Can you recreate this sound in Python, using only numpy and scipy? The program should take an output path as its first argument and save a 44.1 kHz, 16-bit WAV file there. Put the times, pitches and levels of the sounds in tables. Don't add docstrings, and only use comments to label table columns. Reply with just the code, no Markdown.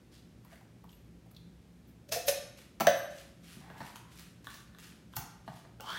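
import sys
import numpy as np
from scipy import signal
from scipy.fft import rfft, irfft, next_fast_len
from scipy.io import wavfile
from scipy.ndimage import uniform_filter1d

SR = 44100
rng = np.random.default_rng(int(sys.argv[2]) if len(sys.argv) > 2 else 0)


def waveform_to_disk(signal):
    frames = np.transpose(np.atleast_2d(signal))
    scaled = np.clip(frames, -1, 1) * 32767
    samples = np.round(scaled).astype(np.int16)
    wavfile.write(sys.argv[1], SR, samples)


N = 264106
TIME = np.arange(N) / SR
SHORT = TIME[:SR * 3 // 4]

# [t/s, level/dB, tilt from 0 = on its edge to 1 = flat]
KNOCKS = [(2.8004, -42, 0.48), (2.8066, -30.5, 0.089), (2.8694, -29, 0.98)]
REBOUND_S = 0.008
# [f/Hz, relative level/dB, t60/s]
COUNTER = [(137.4, -6.5, 0.037), (172.2, 5, 0.3), (231, 3.5, 0.13), (332, 4.5, 0.079), (455, -1.5, 0.075)]
LOADED_PITCH = 0.822
# [f/Hz, relative level/dB]
SWISH_COLOUR = [(400, -17), (1200, 4), (3000, 5.5), (6000, 0.5), (10000, -2), (13500, -5), (16000, -15.5)]


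def from_db(db):
    return 10 ** (np.asarray(db) / 20)


def rms_one(x):
    return x / np.sqrt(np.mean(x ** 2) + 1e-20)


def at_level(x, db):
    return x * from_db(db) * np.sqrt(SR / 100 / (np.sum(x ** 2) + 1e-20))


def at_hz(points, hz):
    f, value = np.transpose(points)
    return np.interp(np.log(np.maximum(hz, 1)), np.log(f), value)


def add(track, s, x):
    i = max(round(s * SR), 0)
    track[i:i + len(x)] += x[:max(N - i, 0)]


def colour(x, points):
    size = 2 * next_fast_len(len(x) // 2 + 2048)
    bins_hz = np.arange(size // 2 + 1) * SR / size
    cepstrum = irfft(np.log(from_db(at_hz(points, bins_hz))))
    cepstrum[1:size // 2] *= 2
    cepstrum[size // 2 + 1:] = 0
    return irfft(rfft(x, size) * np.exp(rfft(cepstrum)))[:len(x)]


def ring(modes, pitch=1):
    out = np.zeros(len(SHORT))
    for k, (hz, db, t60_s) in enumerate(modes):
        decay = from_db(db + rng.normal(0, 1) - 60 * SHORT / t60_s)
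        out += (-1) ** k * decay * np.sin(2 * np.pi * hz * pitch * SHORT)
    return out


def grains(count, spread_db):
    sizes = from_db(spread_db * np.clip(rng.standard_normal(count // 20 + 1), -2, 2))
    return rms_one(rng.standard_normal(count) * np.repeat(sizes, 20)[:count])


def swell(s, rise_s, decay_s):
    lead_s = min(4 * rise_s, s)
    return s - lead_s, np.exp(np.minimum((SHORT - lead_s) / rise_s, (lead_s - SHORT) / decay_s))


def resonate(x, hz, width_hz):
    turn = np.exp(2j * np.pi * np.cumsum(hz + np.zeros(len(x))) / SR)
    pole = np.exp(-np.pi * width_hz / SR)
    return rms_one((signal.lfilter([1], [1, -pole], x / turn + 1e-18) * turn).real)


def narrow(x, hz, width_hz):
    return resonate(resonate(x, hz, width_hz), hz, width_hz)


def crack(decay_s):
    crack_spectrum = [(500, 0.5), (2000, -3.5), (5000, -0.5), (8000, -5.5), (13000, -6), (16000, 0.5)]   # [f/Hz, relative level/dB]
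    return colour(rng.standard_normal(len(SHORT)) * np.exp(-SHORT / decay_s), crack_spectrum)


def hisses(rows, rise_s, spectrum, grain_db):
    out = np.zeros(N)
    for s, db, decay_s in rows:
        start_s, force = swell(s, rise_s, decay_s)
        add(out, start_s, at_level(colour(grains(len(SHORT), grain_db) * force, spectrum), db))
    return out


def lasting(start_s, end_s):
    return (TIME >= start_s) & (TIME <= end_s)


def stroke(peak_s, rise_db_per_s, fall_db_per_s):
    return from_db(np.minimum((TIME - peak_s) * rise_db_per_s, (peak_s - TIME) * fall_db_per_s))


def judder(depth_db, size):
    return from_db(depth_db * rms_one(uniform_filter1d(rng.standard_normal(N), size=size)))


def by_tilt(edge_and_flat, tilt):
    return np.interp(tilt, [0, 1], edge_and_flat)


def room_tone(air_db=-59.0):
    air_spectrum = [(15, -40.5), (25, -23.5), (53, -4.5), (120, -10.5), (144, -8), (174, -4.5),
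                    (276, -10.5), (361, -13), (392, -16.5), (461, -17.5), (905, -29), (2260, -31.5),
                    (6850, -39), (13400, -44.5), (15800, -50.5)]
    hum_bands = [(64, -68), (117, -63), (172, -63.5), (215, -71.5)]   # [f/Hz, level/dB]
    hum = sum(from_db(db) * narrow(rng.standard_normal(N), hz, width_hz=10.2) for hz, db in hum_bands)
    return hum + from_db(air_db) * rms_one(colour(rng.standard_normal(N), air_spectrum))


def squelches(damping=0.45, decay_s=0.055):
    # [t/s, level/dB, rise/s, gap resonance f/Hz]
    squelch_rows = [(0.126, -55.5, .005, 4240), (0.53, -54.5, 0.049, 1680), (0.899, -65, 0.0076, 5700)]
    out = np.zeros(N)
    for s, db, rise_s, hz in squelch_rows:
        start_s, force = swell(s, rise_s, decay_s)
        bursts = grains(len(SHORT), spread_db=5.5) * force
        spatter = rms_one(colour(bursts, SWISH_COLOUR))
        gap = narrow(bursts, hz, 2 * damping * hz)
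        add(out, start_s, at_level(gap + spatter, db))
    return out


def plops(damping=0.18, splash_db=-11, decay_s=0.0048):
    # [t/s, level/dB, pocket resonance f/Hz]
    plop_rows = [(0.449, -62, 940), (0.522, -58.5, 664), (0.557, -62, 1850), (0.611, -62.5, 755),
                 (0.840, -57.5, 940), (0.892, -63, 3050), (0.929, -65.5, 2800), (1.260, -65.5, 680),
                 (1.312, -70, 1270), (1.347, -66, 4000), (1.365, -55.5, 3730)]
    out = np.zeros(N)
    for s, db, hz in plop_rows:
        push = np.diff(grains(len(SHORT) + 1, spread_db=3.5)) * np.exp(-SHORT / decay_s)
        pocket = narrow(push, hz, 2 * damping * hz)
        splash = from_db(splash_db) * rms_one(push)
        add(out, s, at_level(pocket + splash, db))
    return out


def spits():
    spit_rows = [(0.450, -65, .005), (1.315, -65, 0.0027), (1.875, -66.5, 0.031), (2.274, -38, 0.0015),
                 (4.196, -56.5, .003), (5.167, -36, 0.0035)]
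    spit_spectrum = [(1000, -31.5), (4500, -14), (9500, -22.5), (11500, -5.5), (14000, -9.5),
                     (16000, -13.5)]
    return hisses(spit_rows, 0.004, spit_spectrum, grain_db=6)


def squeals():
    squeal_bands = [(8570, -10), (11400, 0.5), (13220, 2)]   # [f/Hz, relative level/dB]
    squeal_rows = [(0.92, -64, 0.011, 0.043), (2.99, -47, 0.05, .035)]   # [t/s, level/dB, rise/s, decay/s]
    out = np.zeros(N)
    for s, db, rise_s, decay_s in squeal_rows:
        start_s, force = swell(s, rise_s, decay_s)
        tones = sum(from_db(tone_db) * narrow(rng.standard_normal(len(SHORT)), hz, width_hz=85)
                    for hz, tone_db in squeal_bands)
        add(out, start_s, at_level(tones * force, db))
    return out


def slaps(rise_s=0.0032, column_t60_s=0.07, spray_db=-0.8, wall_db=-7.0):
    # [t/s, wall level/dB, decay/s, air column f/Hz, air column level/dB]
    slap_rows = [(2.092, -56.5, .005, 577, -53), (2.123, -29.5, .031, 628, -35.5),
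                 (2.163, -60, .006, 696, -35.5), (2.166, -65, .008, 506.5, -38),
                 (2.284, -26.5, .011, 561, -28.5), (2.289, -39, 0.0089, 698, -41.5)]
    # [f/Hz, relative level/dB]
    slap_spectrum = [(200, -24), (450, 3), (1000, -7), (1400, -2.5), (2100, -1), (2550, -2), (3200, -1.5),
                     (4300, -1), (5300, 2), (6200, -5), (7400, -5), (10000, -5.5), (12500, -3),
                     (16000, -9.5)]
    # [f/Hz, width/Hz, relative level/dB]
    wall_modes = [(1160, 26, -11), (1824, 20, -3.5), (2600, 86, 3), (4140, 100, -4), (4635, 90, -17),
                  (5340, 100, 4), (6020, 163, 6), (6460, 90, 2)]
    out = np.zeros(N)
    for s, db, decay_s, hz, column_db in slap_rows:
        start_s, force = swell(s, rise_s, decay_s)
        spray = grains(len(SHORT), spread_db=2) * force
        wall = sum(from_db(mode_db) * resonate(spray, mode_hz, width_hz)
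                   for mode_hz, width_hz, mode_db in wall_modes)
        add(out, start_s, at_level(colour(spray, slap_spectrum), db + spray_db))
        add(out, start_s, at_level(wall, db + wall_db))
        start_s, note = swell(s, rise_s, column_t60_s / np.log(1000))
        add(out, start_s, at_level(note * np.sin(2 * np.pi * hz * SHORT), column_db))
    return out


def brushes():
    brush_rows = [(2.575, -52.5, 0.052), (3.96, -51, 0.013), (4.50, -55, 0.016), (4.795, -57.5, .03),
                  (4.833, -53.5, .012), (5.565, -57, .025)]
    return hisses(brush_rows, 0.0063, SWISH_COLOUR, grain_db=9.0)


def knocks(rebound_db=-13, clatter_decay_s=0.012):
    can_modes = [(1168, -2, 0.0196), (1505, 8.5, 0.017), (1613, 11.5, 0.011), (1825, -1.5, 0.066),
                 (2024, -3, 0.04), (2295, -6.5, 0.034), (2630, 0.5, 0.015), (3103, -4, 0.029),
                 (3425, -9.5, 0.077), (3840, -3.5, 0.029), (5000, -10.5, 0.0085), (5860, 0, 0.012),
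                 (6160, -1.5, 0.025)]
    rim_modes = [(801, -2.9, 0.13), (972, -0.96, 0.023), (1322, 0, 0.037)]
    clatter_spectrum = [(400, -4.5), (1200, -1), (2000, 7.5), (4000, -6), (6200, 1), (7500, -30),
                        (16000, -19)]
    # (on its edge, flat)/dB
    wall_db, rim_db, thump_db, clatter_db = (-16, 5), (2.5, -6.5), (-1, -10.5), (-5.5, 1)
    bodies = ((can_modes, wall_db), (rim_modes, rim_db), (COUNTER, thump_db))
    out = np.zeros(N)
    for s, level_db, tilt in KNOCKS:
        for delay_s, db in ((0, level_db), (REBOUND_S, level_db + rebound_db)):
            for modes, share_db in bodies:
                add(out, s + delay_s, at_level(ring(modes), db + by_tilt(share_db, tilt)))
            add(out, s + delay_s, at_level(crack(decay_s=0.0011), db - 0.5))
        chatter = grains(len(SHORT), spread_db=3.5) * np.exp(-SHORT / clatter_decay_s)
        clatter = colour(chatter, clatter_spectrum)
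        add(out, s, at_level(clatter, level_db + by_tilt(clatter_db, tilt)))
    return out


def hollow_note(rebound_db=-4.5, lag_s=0.0016):
    column_modes = [(583.6, 4.5, 0.098), (688, 5.5, 0.17), (551, -6.5, 0.71), (591, -10.5, 0.5),
                    (669, -15, 0.53)]
    column_db = (-2, 15.5)
    out = np.zeros(N)
    for s, level_db, tilt in KNOCKS:
        for delay_s, db in ((0, level_db), (REBOUND_S, level_db + rebound_db)):
            note = at_level(ring(column_modes), db + by_tilt(column_db, tilt))
            add(out, s + delay_s + lag_s, note)
    return out


def swishes(count=8, first_s=3.18, every_s=0.337):
    level_db, fades_from_s, fade_db_per_s = -48.5, 4.57, 8.5
    touch_lead_s, touch_db = 0.072, -9.5
    peaks_s = first_s + every_s * np.arange(count)
    levels_db = level_db - fade_db_per_s * np.maximum(peaks_s - fades_from_s, 0)
    swells = [(s, db, 0.063) for s, db in zip(peaks_s, levels_db)]
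    touches = [(s - touch_lead_s, db + touch_db, 0.024) for s, db in zip(peaks_s, levels_db)]
    swish = hisses(swells, 0.045, SWISH_COLOUR, grain_db=6.5)
    touch = hisses(touches, 0.007, SWISH_COLOUR, grain_db=4.5)
    return swish + touch


def bumps(contact_s=0.0048):
    bump_rows = [(3.566, -66, 696, -48.5), (3.701, -52, 790, -51), (3.805, -43, 940, -46),
                 (3.815, -49.5, 1060, -64), (5.4779, -43.5, 860, -46), (5.650, -58.5, 900, -56),
                 (5.7988, -49, 686, -64)]
    bump_spectrum = [(.45, -8), (.75, 8), (1.1, 5), (1.5, 0), (2.1, 2), (2.8, -18), (4.5, -8.5), (7, -28),
                     (18, -32)]
    out = np.zeros(N)
    for s, db, hz, thump_db in bump_rows:
        contact = rng.standard_normal(len(SHORT)) * np.exp(-SHORT / contact_s)
        knock = colour(contact, np.array(bump_spectrum) * [hz, 1])
        thump = ring(COUNTER, LOADED_PITCH)
        add(out, s, at_level(knock, db) + at_level(thump, thump_db))
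    return out


def drag(judder_db=2.0):
    drag_spectrum = [(300, -17), (600, -13), (780, 1.5), (880, -3), (1000, 6.5), (1200, -3), (1900, -1.5),
                     (2600, -10.5), (8000, -26)]
    start_s, fastest_s, end_s = 3.61, 3.776, 4.15
    level_db, rise_db_per_s, fall_db_per_s = -58, 36, 47
    rub_hz, rub_hz_per_s, rub_db = 905, 600, -6
    speed = lasting(start_s, end_s) * stroke(fastest_s, rise_db_per_s, fall_db_per_s)
    moved_s = np.clip(TIME, start_s, end_s) - fastest_s
    friction = grains(N, spread_db=0.5) * judder(judder_db, size=500)
    rasp = rms_one(colour(friction, drag_spectrum))
    rub = from_db(rub_db) * narrow(friction, rub_hz + rub_hz_per_s * moved_s, width_hz=130)
    return from_db(level_db) * speed * (rasp + rub)


def taps(upper_ring_db=-6.5, thump_db=-60):
    # [t/s, level/dB, pitch f/Hz, crack re the level/dB]
    tap_rows = [(3.957, -52, 1064, -14), (4.445, -67, 1220, 9.5), (4.4701, -44.5, 1272, -8.5),
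                (4.542, -63, 1460, 8), (4.748, -59, 1284, -15), (4.786, -62.5, 1370, 6.5),
                (5.136, -55, 1140, -16), (5.1697, -47.5, 1003, -0.5), (5.807, -56.5, 960, 6)]
    # [multiple of the pitch, relative level/dB, t60/s]
    low_modes, high_modes = [(.9, -0.3, 0.039), (1.15, 0.019, 0.025), (1.38, 0, .025)], [(2.75, -2, 0.0092), (3.15, -9, 0.017)]
    out = np.zeros(N)
    for s, db, hz, crack_db in tap_rows:
        add(out, s, at_level(ring(low_modes, hz), db))
        add(out, s, at_level(ring(high_modes, hz), db + upper_ring_db))
        add(out, s, at_level(crack(decay_s=0.0012), db + crack_db))
        add(out, s, at_level(ring(COUNTER, LOADED_PITCH), db + thump_db))
    return out


def seal(thump_db=-48):
    pop_rows = [(5.1668, -46, 0.001), (5.1693, -40, 0.0011)]   # [t/s, level/dB, decay/s]
    pop_spectrum = [(120, 8.5), (500, -15), (820, 9.5), (1150, -1), (1450, 1.5), (2100, -3), (3300, -8.5),
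                    (4400, -1.5), (6500, -0.5), (9500, -4.5), (12500, -20), (16000, -3)]
    out = hisses(pop_rows, 0.0004, pop_spectrum, grain_db=4)
    add(out, pop_rows[-1][0], at_level(ring(COUNTER, LOADED_PITCH), thump_db))
    return out


def peel(tear_db=-6, lid_db=-8, judder_db=1.6):
    tear_spectrum = [(300, -6), (1000, 6), (4300, 5), (7000, -7), (10000, -10), (16000, -13)]   # [f/Hz, relative level/dB]
    start_s, runs_s = 5.81, 5.903
    level_db, rise_db_per_s, ease_db_per_s = -41, 205, 50
    gap_hz, gap_hz_per_s = 750, 5300
    lid_hz, lid_hz_per_s = 2880, 3100
    pull = (TIME >= start_s) * stroke(runs_s, rise_db_per_s, ease_db_per_s)
    open_s = np.maximum(TIME - start_s, 0)
    snaps = grains(N, spread_db=2.0) * judder(judder_db, size=220)
    gap = narrow(snaps, gap_hz + gap_hz_per_s * open_s, width_hz=470)
    lid = from_db(lid_db) * narrow(snaps, lid_hz + lid_hz_per_s * open_s, width_hz=420)
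    tear = from_db(tear_db) * rms_one(colour(snaps, tear_spectrum))
    return from_db(level_db) * pull * (gap + lid + tear)


def echoes(x):
    echo_rows = [(.0088, -6), (.0405, -14)]   # [delay/s, level/dB]
    echo_spectrum = [(300, -1), (650, 6.5), (1500, -6.5), (6000, -14.5), (16000, -26)]   # [f/Hz, gain/dB]
    out, dull = np.zeros(N), colour(x, echo_spectrum)
    for delay_s, db in echo_rows:
        add(out, delay_s, from_db(db) * dull)
    return out


def kitchen(x, first_s=0.0033, build_s=0.00067):
    room_t60 = [(100, 0.16), (600, 0.65), (2000, 0.69), (5000, 0.56), (9000, 0.47), (15000, 0.2)]   # [f/Hz, t60/s]
    edges_hz = np.geomspace(60, 18000, 13)
    white = rng.standard_normal((2, len(SHORT)))
    build_up = 1 - np.exp(-np.maximum(SHORT - first_s, 0) / build_s)
    tail = np.zeros(len(SHORT))
    for k, (low, high) in enumerate(zip(edges_hz, edges_hz[1:])):
        bandpass = signal.butter(2, [low, high], "band", fs=SR, output="sos")
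        band = signal.sosfilt(bandpass, white[k % 2])
        t60_s = at_hz(room_t60, np.sqrt(low * high))
        band = band * from_db(-60 * SHORT / t60_s) * build_up
        tail += band * np.sqrt(2 * (high - low) / SR / np.sum(band ** 2))
    return signal.fftconvolve(x, tail)[:N]


def scene():
    # (source, reverb send/dB)
    sources = [
        (plops() + squelches(), -3.0),
        (spits(), -3.5),
        (squeals(), -2),
        (slaps(), -2.5),
        (knocks(), -2.0),
        (hollow_note(), -7),
        (swishes() + brushes(), -0.5),
        (taps() + bumps(), 0.4),
        (drag() + peel(), -1.5),
        (seal(), 4.0),
    ]
    direct = sum(x for x, send_db in sources)
    send = sum(x * from_db(send_db) for x, send_db in sources)
    return (direct + echoes(direct) + kitchen(send) + room_tone())[None]


def record(dry):
    high_pass = signal.butter(4, 44, "high", fs=SR, output="sos")
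    low_pass = signal.ellip(12, 0.2, 80, 15830, fs=SR, output="sos")
    return signal.sosfilt(low_pass, signal.sosfilt(high_pass, dry))


dry = scene()
out = record(dry)
waveform_to_disk(out)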